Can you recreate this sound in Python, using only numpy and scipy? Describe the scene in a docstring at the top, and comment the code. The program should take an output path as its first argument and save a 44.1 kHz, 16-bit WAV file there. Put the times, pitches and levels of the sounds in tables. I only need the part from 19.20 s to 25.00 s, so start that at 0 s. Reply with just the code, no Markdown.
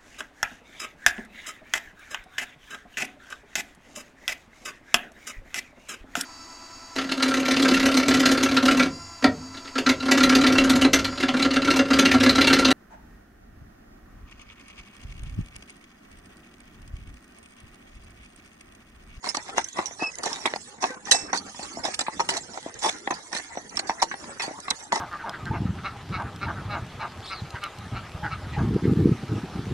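"""Two shod mules trot on asphalt ahead of a cart that carries two microphones.
From the start wheels rumble and grit and harness hiss (coloured noise), and links tinkle (decaying sines).
At once the steps begin: shoes skid (noise and shoe modes), hooves clop (sines, noise), shoes click (grit noise).
At 0.8 s a sliding shoe sings (two steady close sines and a gliding partial); from 1.7 s the cart frame groans
faintly (fuzzy tones); at 1.9 s one hard blow rings a shoe (decaying steel modes). Steps go on to the end."""
import sys
import numpy as np
from scipy import signal
from scipy.fft import rfft, irfft, next_fast_len
from scipy.io import wavfile
from scipy.ndimage import uniform_filter1d

SR = 44100
rng = np.random.default_rng(int(sys.argv[2]) if len(sys.argv) > 2 else 0)


def put_to_file(sound):
    """Save the sound as 16-bit audio at rate SR, in the file named by the first command-line argument."""
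    columns = np.atleast_2d(sound).T  # one column per channel
    safe = np.clip(columns, -1, 1)
    whole_steps = np.round(safe * 32767)
    wavfile.write(sys.argv[1], SR, whole_steps.astype(np.int16))


N = 255774


def amp(db):
    """Decibels to gain."""
    return 10 ** (np.asarray(db) / 20)


def evened(x):
    """Scales to rms 1."""
    return x / np.sqrt(np.mean(x ** 2) + 1e-20)


def wander(count, *sizes):
    """Slow random curve of rms 1: white noise under moving averages of the given sizes in samples."""
    x = rng.standard_normal(count)
    for size in sizes:
        x = uniform_filter1d(x, size=size)
    return evened(x)


def read(points, hz):
    """Reads a spectrum on a log-frequency axis."""
    f, value = np.transpose(points)
    return np.interp(np.log(hz + 1), np.log(f + 1), value)


def add(mix, s, sound):
    """Mixes a stereo sound in at time s."""
    part = mix[:, round(s * SR):][:, :sound.shape[1]]
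    part += sound[:, :part.shape[1]]


def resonate(x, hz, width_hz):
    """Shifts the curve hz down to zero, smooths, and shifts back: a resonance of gain 1."""
    turn = np.exp(2j * np.pi * np.cumsum(hz * np.ones(x.shape[-1])) / SR)
    r = np.exp(-np.pi * width_hz / SR)
    return 2 * (turn * signal.lfilter([1 - r], [1, -r], x / turn)).real


def strike(t, rise_s, t60_s):
    """Envelope of a blow: the contact grows smoothly, then dies; top near 1."""
    rise = np.sin(np.pi / 2 * np.clip(t / rise_s, 0, 1)) ** 2
    return rise * amp(-60 * np.maximum(t - rise_s, 0) / t60_s)


def noise(colour, patchy_db, streak_db, grain_db):
    """Stereo noise of a given colour: drifting patches, narrow bands that swell and fade at random, grains."""
    # likeness of the two microphones: f/Hz, share [0-1]
    likeness = [(40, 0), (150, 1), (700, 0.4), (2000, 0.13), (3100, 0.56), (4200, 0.36), (8000, 0)]
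    frames, hz = N // 256 + 5, np.fft.rfftfreq(1024, 1 / SR)
    a, b, c, d, patches, streaks = rng.standard_normal((frames, 513, 6)).T
    # axis 0 is frequency, axis 1 time
    patches = evened(uniform_filter1d(uniform_filter1d(patches, size=14, axis=0), size=5, axis=1))
    streaks = evened(uniform_filter1d(uniform_filter1d(streaks, size=2, axis=0), size=14, axis=1))
    same = np.clip(read(likeness, hz), 0, 1)[:, None]
    left = a + 1j * b
    right = same * left + np.sqrt(1 - same ** 2) * (c + 1j * d)
    lows_steady = (hz / (hz + 150))[:, None]
    gain_db = read(colour, hz)[:, None] + (patchy_db * patches + streak_db * streaks) * lows_steady
    z = np.array([left, right]) * amp(gain_db)
    hiss = signal.istft(z, nperseg=1024, noverlap=768)[1][:, :N]
    return evened(hiss * amp(grain_db * wander(N, 90)))


def steel(t, tuning=1):
    """All modes of a shoe, struck once, each at a random phase."""
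    # shoe modes: f/Hz, level/dB, t60/s
    modes = [(517, -10, .22), (1876, -3, .16), (2353, -10, .1), (2632, -5.5, .3), (3852, 4, .1),
             (3954, 8, .11), (3996, 9, .1), (4040, -2, .1), (4630, 0, .12), (4714, 1, .08), (5410, -10, .5),
             (5448, -9, .4), (5468, -3, .26), (5900, -4, .13), (6380, -6, .26), (6419, -1, .19),
             (6600, -9, .25), (6800, -4, .15), (7092, -5, .11), (7327, -3, .12), (7700, -6, .12),
             (7957, -5, .22), (8044, -1, .27), (8380, -12, .12), (8970, -5, .14), (10430, -18, .2)]
    phases = rng.random(len(modes))
    return sum(amp(db - 60 * t / t60) * np.sin(2 * np.pi * (hz * tuning * t + phase))
               for (hz, db, t60), phase in zip(modes, phases))


def floor(grit):
    """Wheels rumble on the uneven road while loose grit and harness hiss."""
    # floor between steps: t/s, mean wheel rumble level/dB, grit and harness level/dB
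    levels = [(0.0, -58, -64), (0.11, -45, -51), (0.58, -51, -48), (0.95, -50, -50), (1.24, -49.5, -46),
              (1.32, -46.5, -52.5), (1.45, -50, -44.5), (1.71, -49.5, -74), (1.84, -53.5, -55),
              (2.1, -44, -55), (2.39, -47, -43.5), (2.55, -46.5, -46.5), (2.99, -42.5, -47),
              (3.12, -44.5, -47), (3.39, -50, -53), (3.78, -46, -50), (3.91, -49.5, -50),
              (4.23, -50.5, -48.5), (4.59, -47, -54.5), (4.75, -47, -51.5), (4.94, -48, -48),
              (5.3, -48, -50.5), (5.64, -46.5, -45.5), (5.8, -54, -86)]
    # wheel rumble spectrum: f/Hz, relative level/dB per Hz
    rumble_colour = [(12, -46), (30, -15), (70, 2.5), (138, -6), (256, 2.5), (585, -5), (771, -3),
                     (1460, -6.5), (1920, -4), (2530, -16), (3200, -26.5), (4160, -55), (7040, -120)]
    s, rumble_db, grit_db = np.transpose(levels)
    t = np.arange(N) / SR
    rumble = noise(rumble_colour, patchy_db=4.5, streak_db=5.5, grain_db=1.0)
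    lumps_db = 3.1 * wander(N, 1200, 1200)  # uneven road
    return amp(np.interp(t, s, rumble_db) + lumps_db) * rumble + amp(np.interp(t, s, grit_db)) * grit


def harness(per_s, db):
    """Buckles and chain links tinkle: short high pings of uneven size."""
    out, t = np.zeros((2, N)), np.arange(6000) / SR
    size = amp(np.minimum(rng.exponential(1, N), 4)) * (rng.random(N) < per_s / SR)
    link = rng.integers(0, 26, N)
    for k, (u, v) in enumerate(rng.random((26, 2))):
        ping = np.sin(2 * np.pi * (3500 + 6500 * u) * t) * strike(t, 0.012, 0.08 + 0.15 * v)
        out[k % 2] += signal.oaconvolve(size * (link == k), ping)[:N]
    return amp(db) * evened(out + 0.059 * out[::-1])  # slight leak to the other side


def skids(body, knock, grit):
    """Sliding steel drives hoof body, stone and snapping grit together, and stops short or dies away."""
    # skids: start t/s, turning point t/s, end t/s, then at the turning point hoof body level/dB,
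    # knock level/dB and grit level/dB, last fade from there to the end/dB (negative: still growing)
    slides = [(0.027, 0.066, 0.12, -38, -35, -33, 15.5), (0.259, 0.297, 0.32, -40, -37.5, -43.5, 27),
              (0.359, 0.381, 0.43, -34, -29.5, -31.5, 18), (0.552, 0.586, 0.7, -31, -35.5, -41.5, 24),
              (0.792, 0.829, 0.94, -30, -38.5, -42.5, 44), (1.024, 1.065, 1.193, -34, -33, -34, 14.5),
              (1.181, 1.216, 1.37, -47.5, -47, -47, 3), (1.604, 1.633, 1.756, -33.5, -39, -34.5, 20),
              (1.846, 1.872, 2.08, -45, -38.5, -41, 30), (1.91, 1.917, 1.935, -40, -27, -21.5, 1.5),
              (1.926, 1.93, 2.08, -30.5, -37, -29.5, 26), (2.129, 2.144, 2.182, -39.5, -43, -33.5, -2),
              (2.396, 2.465, 2.46, -42, -43, -43, -6), (2.629, 2.659, 2.73, -30.5, -40, -37, 13.5),
              (2.73, 2.741, 2.77, -67, -36, -37, 36), (3.101, 3.139, 3.196, -32.5, -36, -35, 5.5),
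              (3.323, 3.342, 3.5, -46.5, -51, -44, 10.5), (3.614, 3.631, 3.701, -36, -34, -30, 1),
              (3.696, 3.699, 3.81, -58, -45.5, -37, 17), (4.115, 4.134, 4.207, -37, -34, -36.5, 7),
              (4.196, 4.186, 4.38, -53, -46.5, -66, 12), (4.351, 4.366, 4.36, -29, -37, -39, -8),
              (5.193, 5.198, 5.34, -33, -34, -38.5, 23.5), (5.724, 5.753, 5.8, -34.5, -38.5, -33.5, 8)]
    swell_db = (12, 18, 15)  # growth from first touch to turning point: body, knock, grit
    shoe_spread, shoe_t60_s = 0.06, 0.059  # pitch varies by this share; extra damping by the road
    ring_db = -2.5  # ringing shoe re grit
    sing_hz, sing_width_hz, sing_db = (5250, 5800), 1100, -7  # climbing hiss band, level re grit
    tick_db = 2.5  # unevenness of the snapping grit
    grains_per_s, grain_db, grain_s = 450, -2.5, 0.0013  # cracking stones: rate, gain over hiss, life
    out, held = np.zeros((2, N)), np.arange(2500) / SR
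    for start, turn, end, *levels_db, fade_db in slides:
        at = slice(round(start * SR), min(round(end * SR), N))
        t = np.arange(at.start, at.stop) / SR
        ends = np.clip(np.minimum(t - start, end - t) / 0.0033, 0, 1)
        shoe = steel(held, 1 + shoe_spread * (2 * rng.random() - 1)) * amp(-60 * held / shoe_t60_s)

        count = len(t) + len(held)  # lead-in for the ringing
        snaps = amp(tick_db * np.tanh(wander(count, 60)))
        stones = (rng.random(count) < grains_per_s / SR) * np.minimum(rng.exponential(1, count), 2.2)
        cracks = signal.lfilter([1], [1, -np.exp(-1 / (grain_s * SR))], stones)
        snaps = snaps * (1 + amp(grain_db) * cracks)
        drive = snaps * rng.standard_normal((1, count))
        ringing = signal.fftconvolve(drive, shoe[None], "valid")[:, :len(t)]

        snaps = snaps[len(held):]
        crackle = grit[:, at] * snaps
        singing = resonate(crackle, np.interp(t, (start, end), sing_hz), sing_width_hz)
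        bright = evened(crackle) + amp(ring_db) * evened(ringing) + amp(sing_db) * evened(singing)
        layers = (body[:, at] * np.sqrt(snaps), knock[:, at] * snaps, bright)
        for db, grow_db, layer in zip(levels_db, swell_db, layers):
            level_db = db - np.interp(t, (start, turn, end), (grow_db, 0, fade_db))
            out[:, at] += amp(level_db) * ends * evened(layer)
    return out


def clops(body, knock):
    """The hollow hoof lands and rings a few cycles at its own pitch over a thud and a stony knock."""
    # hoof blows: t/s, nominal peak level/dB, hollow pitch f/Hz, thud level/dB and knock level/dB # (both re
    # peak, before layer gains), decay scale/s (hollow, loose and knock layers take a multiple; # thud and graze
    # decay at fixed rates)
    blows = [(0.042, -22, 1030, -24, 1, 0.012), (0.068, -21, 953, -15, -18, 0.027),
             (0.147, -16.5, 1170, -18, 2.5, 0.018), (0.171, -22.5, 856, -7.5, -2, 0.045),
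             (0.291, -31, 798, -6, -25, 0.054), (0.3749, -24.5, 694, -5, -14, 0.012),
             (0.381, -6, 916, -35, -6, 0.013), (0.3923, -22, 964, -22, -5, 0.014),
             (0.571, -27, 960, -15, -20, 0.048), (0.584, -24, 830, -6, -12, 0.016),
             (0.589, -11, 864, -13, -22, 0.019), (0.709, -34.5, 690, -10, 1, 0.035),
             (0.822, -15, 780, -5.5, -26, 0.0085), (1.036, -18.5, 1200, -16, -17, 0.013),
             (1.0615, -16, 870, -15, -19, 0.019), (1.115, -29.5, 946, -4, -19, 0.048),
             (1.256, -11.5, 903, -21, 5, 0.0049), (1.2607, -13.5, 922, -22, -1, 0.019),
             (1.2735, -23.5, 930, -8, 7, 0.025), (1.337, -17.5, 630, -26, 3, 0.0068),
             (1.36, -17, 810, -21, -9, 0.012), (1.624, -25.5, 800, -22, 3, 0.045),
             (1.6396, -11.5, 903, -23, 3, 0.019), (1.702, -29, 504, -1.5, -12, 0.12),
             (1.871, -29, 1230, -7, -2, 0.029), (1.894, -26.5, 805, -10, -19, 0.013),
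             (1.917, -24, 557, -6, 18, 0.011), (1.942, -25.5, 845, -9, -3, 0.015),
             (2.1309, -13, 919, -19, -4, 0.023), (2.1347, -21, 854, -18, 1, 0.023),
             (2.146, -26.5, 912, -4, 0, 0.049), (2.345, -35.5, 957, -6, 2, 0.049),
             (2.393, -26, 728, -8, -3, 0.025), (2.571, -23.5, 677, -5, -32, 0.04),
             (2.638, -34, 780, -17, 4, 0.082), (2.652, -40, 745, -13, 10, 0.06),
             (2.68, -25, 820, -8, -14, 0.025), (2.791, -26, 757, -9, 10, 0.05),
             (2.812, -22.5, 825, -10, 0.5, 0.019), (2.865, -32, 1200, -32, 7.5, 0.052),
             (2.8824, -12.5, 870, -17.5, -12, 0.018), (2.995, -14, 868, -21, 0.5, 0.027),
             (3.0024, -9.5, 928, -27, -7.5, 0.026), (3.0905, -19, 886, -10, 6, 0.029),
             (3.374, -20, 774, -17, -6, 0.015), (3.461, -24.5, 670, -0.5, -32, 0.038),
             (3.622, -31, 877, -21, -9, 0.077), (3.64, -18, 835, -27, -10, 0.013),
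             (3.6462, -11.5, 887, -24, -16, 0.021), (3.652, -18, 885, -33, -11, 0.024),
             (3.66, -17, 885, -38, -13, 0.031), (3.666, -30, 900, -39, -15, 0.019),
             (3.692, -26, 1230, -20, 9, 0.017), (3.874, -14, 798, -10.5, -3.5, 0.02),
             (3.907, -12.5, 1010, -12.5, -7.5, 0.03), (3.9103, -23, 950, -13, -3, 0.015),
             (3.921, -29, 908, -4, 1, 0.066), (4.1295, -27, 1200, -7, 5, 0.016),
             (4.149, -32, 710, 0, 6, 0.022), (4.372, -18.5, 710, -12.5, -6, 0.026),
             (4.574, -25.5, 1194, -8, 3, 0.035), (4.594, -22.5, 778, -14, 6, 0.019),
             (4.6951, -9.5, 909, -18.5, -5.5, 0.02), (4.705, -27.5, 907, -19, -1, 0.053),
             (4.821, -11.5, 940, -38, -8, 0.014), (4.8261, -5, 907, -35, -6, 0.018),
             (4.8373, -32, 915, -18, -15, 0.03), (4.913, -28.5, 1111, -8, 5.5, 0.057),
             (4.94, -21.5, 798, -15, -2, 0.016), (5.041, -32, 1030, -2.5, 2, 0.018),
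             (5.093, -32, 860, -24, -21, 0.016), (5.197, -33.5, 716, -21, 9.5, 0.071),
             (5.278, -27.5, 643, 1, -32, 0.053), (5.309, -28.5, 620, -3.5, -27, 0.022),
             (5.387, -29.5, 1140, -7.5, -12, 0.013), (5.481, -20.5, 1120, -16, -3, 0.043),
             (5.509, -20, 885, -13, 5, 0.025), (5.721, -16, 946, -27, 7, 0.015),
             (5.7271, -7, 927, -32, -24, 0.022), (5.7585, -17, 909, -22, -11, 0.043)]
    touch_db, touch_s = -21, 0.005325  # graze before landing: level re blow, lead
    push_db, push_law, push_s = -28.5, 1.76, 0.0031  # air puff: gain at 0 dB, dB per dB of blow, time scale
    low_cut_hz = 130
    out, push, t = np.zeros((2, N)), np.zeros((2, N)), np.arange(5000) / SR
    x = t / push_s
    puff = np.tile((1 - x / 2) * x * np.exp(1 - x), (2, 1))
    chance = rng.random((len(blows), 3))
    for (s, db, hz, thud_db, knock_db, decay_s), (u, v, w) in zip(blows, chance):
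        at = round(s * SR)
        ring = 0.72 * strike(t, 0.0019, 0.43 * decay_s) + 0.13 * strike(t, 0.0033, 4.5 * decay_s)
        hollow = np.sin(2 * np.pi * hz * t) * ring
        lower_hz = hz * (0.712 + 0.1 * u)
        hollow += 0.17 * np.sin(2 * np.pi * (lower_hz * t + v)) * strike(t, 0.0012, 1.35 * decay_s)
        thud = np.sin(2 * np.pi * (200 + 120 * w) * t) * strike(t, 0.0025, 0.021)

        scatter = evened(body[:, at:at + 5000])  # off legs and road
        span = scatter.shape[1]
        near = t[:span]
        loose = 0.12 * scatter * strike(near, 0.0048, 3.63 * decay_s)
        stony = evened(knock[:, at:at + span]) * strike(near, 0.0011, 1.64 * decay_s)
        stony *= 0.37 * amp(knock_db)

        add(out, s, amp(db) * ((hollow + amp(thud_db) * thud)[:span] + loose + stony))
        add(push, s, amp(push_law * db + push_db) * puff)
        add(out, s - touch_s, amp(db + touch_db) * scatter * strike(near, touch_s, 0.023))
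    return signal.lfilter(*signal.butter(2, low_cut_hz, "high", fs=SR), out) + push


def clicks(grit):
    """Steel on stone: a short spit of grit, brightest where the shoe bites."""
    # clicks: t/s, nominal peak level/dB (before a gain of 0.5), brightest f/Hz, decay scale/s (x 0.84 = t60)
    bites = [(0.044, -27, 7630, 0.025), (0.089, -18.5, 5100, 0.1), (0.146, -23, 4300, 0.11),
             (0.17, -16.5, 5900, 0.016), (0.381, -19.5, 6130, 0.056), (0.444, -20.5, 6200, 0.03),
             (0.486, -30.5, 6400, 0.05), (0.53, -32, 6500, 0.048), (0.5676, -32.5, 5430, 0.065),
             (0.6583, -20.5, 5800, 0.083), (0.822, -32, 6000, 0.02), (0.918, -33, 6450, 0.027),
             (0.955, -22.5, 6100, 0.01), (0.9857, -24.5, 6550, 0.03), (1.034, -20.5, 4570, 0.063),
             (1.057, -21, 7170, 0.016), (1.06, -15.5, 4020, 0.015), (1.13, -19, 5350, 0.02),
             (1.259, -15, 3640, 0.056), (1.36, -27, 4770, 0.045), (1.622, -24.5, 5160, 0.05),
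             (1.64, -25, 5800, 0.021), (1.854, -30.5, 6000, 0.051), (1.913, -5, 2850, 0.046),
             (1.9153, -7, 5400, 0.016), (1.922, -3.5, 3830, 0.044), (2.131, -20.5, 5970, 0.03),
             (2.174, -19, 4440, 0.085), (2.296, -33, 6600, 0.031), (2.429, -26.5, 4350, 0.091),
             (2.6374, -23, 5160, 0.066), (2.651, -19.5, 3780, 0.13), (2.7438, -20.5, 8330, 0.047),
             (2.792, -15.5, 7730, 0.047), (2.809, -15, 3970, 0.06), (3.0017, -20.5, 5440, 0.078),
             (3.0893, -12, 5340, 0.017), (3.09, -14, 2900, 0.033), (3.096, -17, 7900, 0.023),
             (3.102, -19, 4600, 0.11), (3.1682, -17, 4160, 0.067), (3.542, -31, 6430, 0.012),
             (3.59, -30.5, 7300, 0.19), (3.629, -34, 5950, 0.024), (3.646, -22, 5420, 0.05),
             (3.908, -22, 6100, 0.041), (3.9406, -29, 4680, 0.11), (4.129, -23.5, 5550, 0.029),
             (4.149, -21.5, 4040, 0.062), (4.174, -20, 4250, 0.034), (4.185, -27, 4350, 0.03),
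             (4.494, -32.5, 6100, 0.037), (4.557, -31, 9600, 0.068), (4.571, -15.5, 5370, 0.033),
             (4.592, -16.5, 4300, 0.051), (4.672, -30, 4830, 0.18), (4.691, -28.5, 5640, 0.093),
             (4.799, -31.5, 3900, 0.061), (4.819, -17, 5600, 0.013), (4.8237, -11, 5100, 0.011),
             (4.8275, -13.5, 4250, 0.068), (5.199, -30, 5470, 0.05), (5.221, -24, 4640, 0.19),
             (5.402, -27, 6150, 0.017), (5.504, -12, 4370, 0.029), (5.508, -8.5, 4020, 0.012),
             (5.7232, -23.5, 4450, 0.12)]
    out, t = np.zeros((2, N)), np.arange(4000) / SR
    for s, db, hz, decay_s in bites:
        spit = grit[:, round(s * SR):][:, :4000]
        spit = 0.3 * spit + 1.49 * resonate(resonate(spit, hz, 530), hz, 530)
        spit = spit / np.std(spit[:, :500])  # the table sets the strength of the bite
        envelope = strike(t[:spit.shape[1]], 0.0031, 0.84 * decay_s)
        add(out, s - 0.002, 0.5 * amp(db) * spit * envelope)
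    return out


def squeal():
    """Stick-slip locks to a pair of steel modes, with a slightly rough partial climbing above."""
    # two close modes of a sliding shoe: t/s, lower level/dB, upper level/dB (rms)
    pair = [(0.794, -59, -60), (.812, -35, -44), (0.829, -33, -56), (0.834, -37, -36), (.842, -50, -25),
            (.856, -37, -33), (0.869, -28, -41), (.875, -36, -47), (.892, -35, -58), (0.905, -50, -70)]
    # climbing upper partial: t/s, f/Hz, level/dB (rms, before flutter)
    overtone = [(.794, 4700, -56), (0.816, 4800, -46), (.824, 5120, -52), (.836, 5250, -45),
                (.854, 5100, -48), (.86, 5130, -54), (.864, 5420, -43), (.872, 5380, -34.5),
                (.882, 5390, -47), (.904, 5070, -58)]
    pair_hz = (2566, 2638)
    s, *levels_db = np.transpose(pair)
    t = np.arange(s[0], s[-1], 1 / SR)
    tone = sum(amp(np.interp(t, s, db)) * np.sin(2 * np.pi * hz * t) for hz, db in zip(pair_hz, levels_db))
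    at, hz, db = np.transpose(overtone)
    flutter = 1 + 0.31 * wander(len(t), 120)
    phase = 2 * np.pi * np.cumsum(np.interp(t, at, hz)) / SR
    upper = amp(np.interp(t, at, db)) * flutter * np.sin(phase)
    out = np.zeros((2, N))
    add(out, s[0], np.tile(np.sqrt(2) * (tone + upper), (2, 1)))
    return out


def groans():
    """The cart frame groans faintly: short fuzzy tones that swell and fade."""
    # groans: start t/s, end t/s, f/Hz, sine peak level/dB, left-right level/dB
    creaks = [(1.7, 1.77, 1540, -44, 0), (1.96, 2.3, 275, -50, 0), (2.13, 2.36, 200, -51, 0),
              (3.06, 3.17, 385, -44, 10)]
    out = np.zeros((2, N))
    for start, end, hz, db, pan_db in creaks:
        t = np.arange(start, end, 1 / SR)
        fuzz = evened(resonate(resonate(rng.standard_normal(len(t)), hz, 40), hz, 40))
        tone = np.sin(2 * np.pi * hz * t) + 0.6 * fuzz
        sides = amp([[pan_db / 2], [-pan_db / 2]])
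        add(out, start, amp(db) * sides * tone * signal.windows.tukey(len(t), 0.6))
    return out


def clank():
    """One hard blow sets all steel modes ringing; close pairs beat."""
    start_s, level_db = 1.915, -21.5
    left_lag = 17  # samples; this shoe lands farther to the right
    out, t = np.zeros((2, N)), np.arange(18000) / SR
    add(out, start_s, np.tile(amp(level_db) * steel(t) * (1 - np.exp(-t / 0.002)), (2, 1)))
    out *= amp(1.5 * wander(N, 350))  # the road damps it unevenly
    out[0] = np.roll(out[0], left_lag)
    return out


def scene():
    """All sources; the left microphone is a little farther from the hooves."""
    # hoof body spectrum: f/Hz, relative level/dB per Hz
    body_colour = [(71, -43), (120, -36), (301, -9.5), (567, -11.5), (830, 0.5), (913, -2), (1160, -7.5),
                   (1500, -27.5), (1950, -10.5), (3300, -120)]
    # stony knock spectrum: f/Hz, relative level/dB per Hz
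    knock_colour = [(760, -39), (1300, -7), (1730, -2), (1900, -1.5), (2570, -8.5), (3050, -20),
                    (3300, -12), (4290, -12.5), (7260, -120)]
    # grit spectrum: f/Hz, relative level/dB per Hz
    grit_colour = [(1760, -24), (3000, -6.5), (3940, -2.5), (5020, -6.5), (5460, -3), (7130, -2.5),
                   (7980, -6), (9090, -8.5), (9590, -12.5), (10700, -13), (12400, -45), (22000, -120)]
    left_lag = 7  # samples; floor and harness share it
    body = noise(body_colour, patchy_db=4, streak_db=2.5, grain_db=2.0)
    knock = noise(knock_colour, patchy_db=1.0, streak_db=7.0, grain_db=1.0)
    grit = noise(grit_colour, patchy_db=6.0, streak_db=4.0, grain_db=1.5)
    bite = noise(grit_colour, patchy_db=3.0, streak_db=5.5, grain_db=1.5)
    mix = floor(grit) + harness(per_s=140, db=-57.5)
    mix += skids(body, knock, bite) + clops(body, knock) + clicks(bite)
    mix[0] = np.roll(mix[0], left_lag)
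    return mix + squeal() + groans() + clank()


def record(dry):
    """The housing shades each microphone differently; peaks saturate softly; then the band limit."""
    # housing shadow: f/Hz, left-right level/dB
    lean = [(60, -1), (140, -1.5), (200, -1), (310, 1), (460, -7.5), (690, 3.5), (1040, -0.5), (1560, -2),
            (2340, 0), (3520, 1.5), (5280, -15), (7930, -2.5), (11900, 3)]
    # response of both microphones: f/Hz, level/dB
    response = [(2300, 1), (3100, 1.5), (3900, -1.5), (10300, 0.5), (11300, -5), (12500, -17)]
    ceiling, edge_hz = 0.97, 12500
    size = next_fast_len(N + 2048)
    hz = np.fft.rfftfreq(size, 1 / SR)
    lean_db, response_db = read(lean, hz), read(response, hz)
    sides = amp([response_db + lean_db / 2, response_db - lean_db / 2])
    shaded = irfft(rfft(dry, size) * sides, size)[:, :N]
    soft = ceiling * np.tanh(shaded / ceiling)
    low_pass = signal.firwin(511, edge_hz, window=("kaiser", 9), fs=SR)
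    return signal.oaconvolve(soft, low_pass[None], "same")


dry = scene()
out = record(dry)
put_to_file(out)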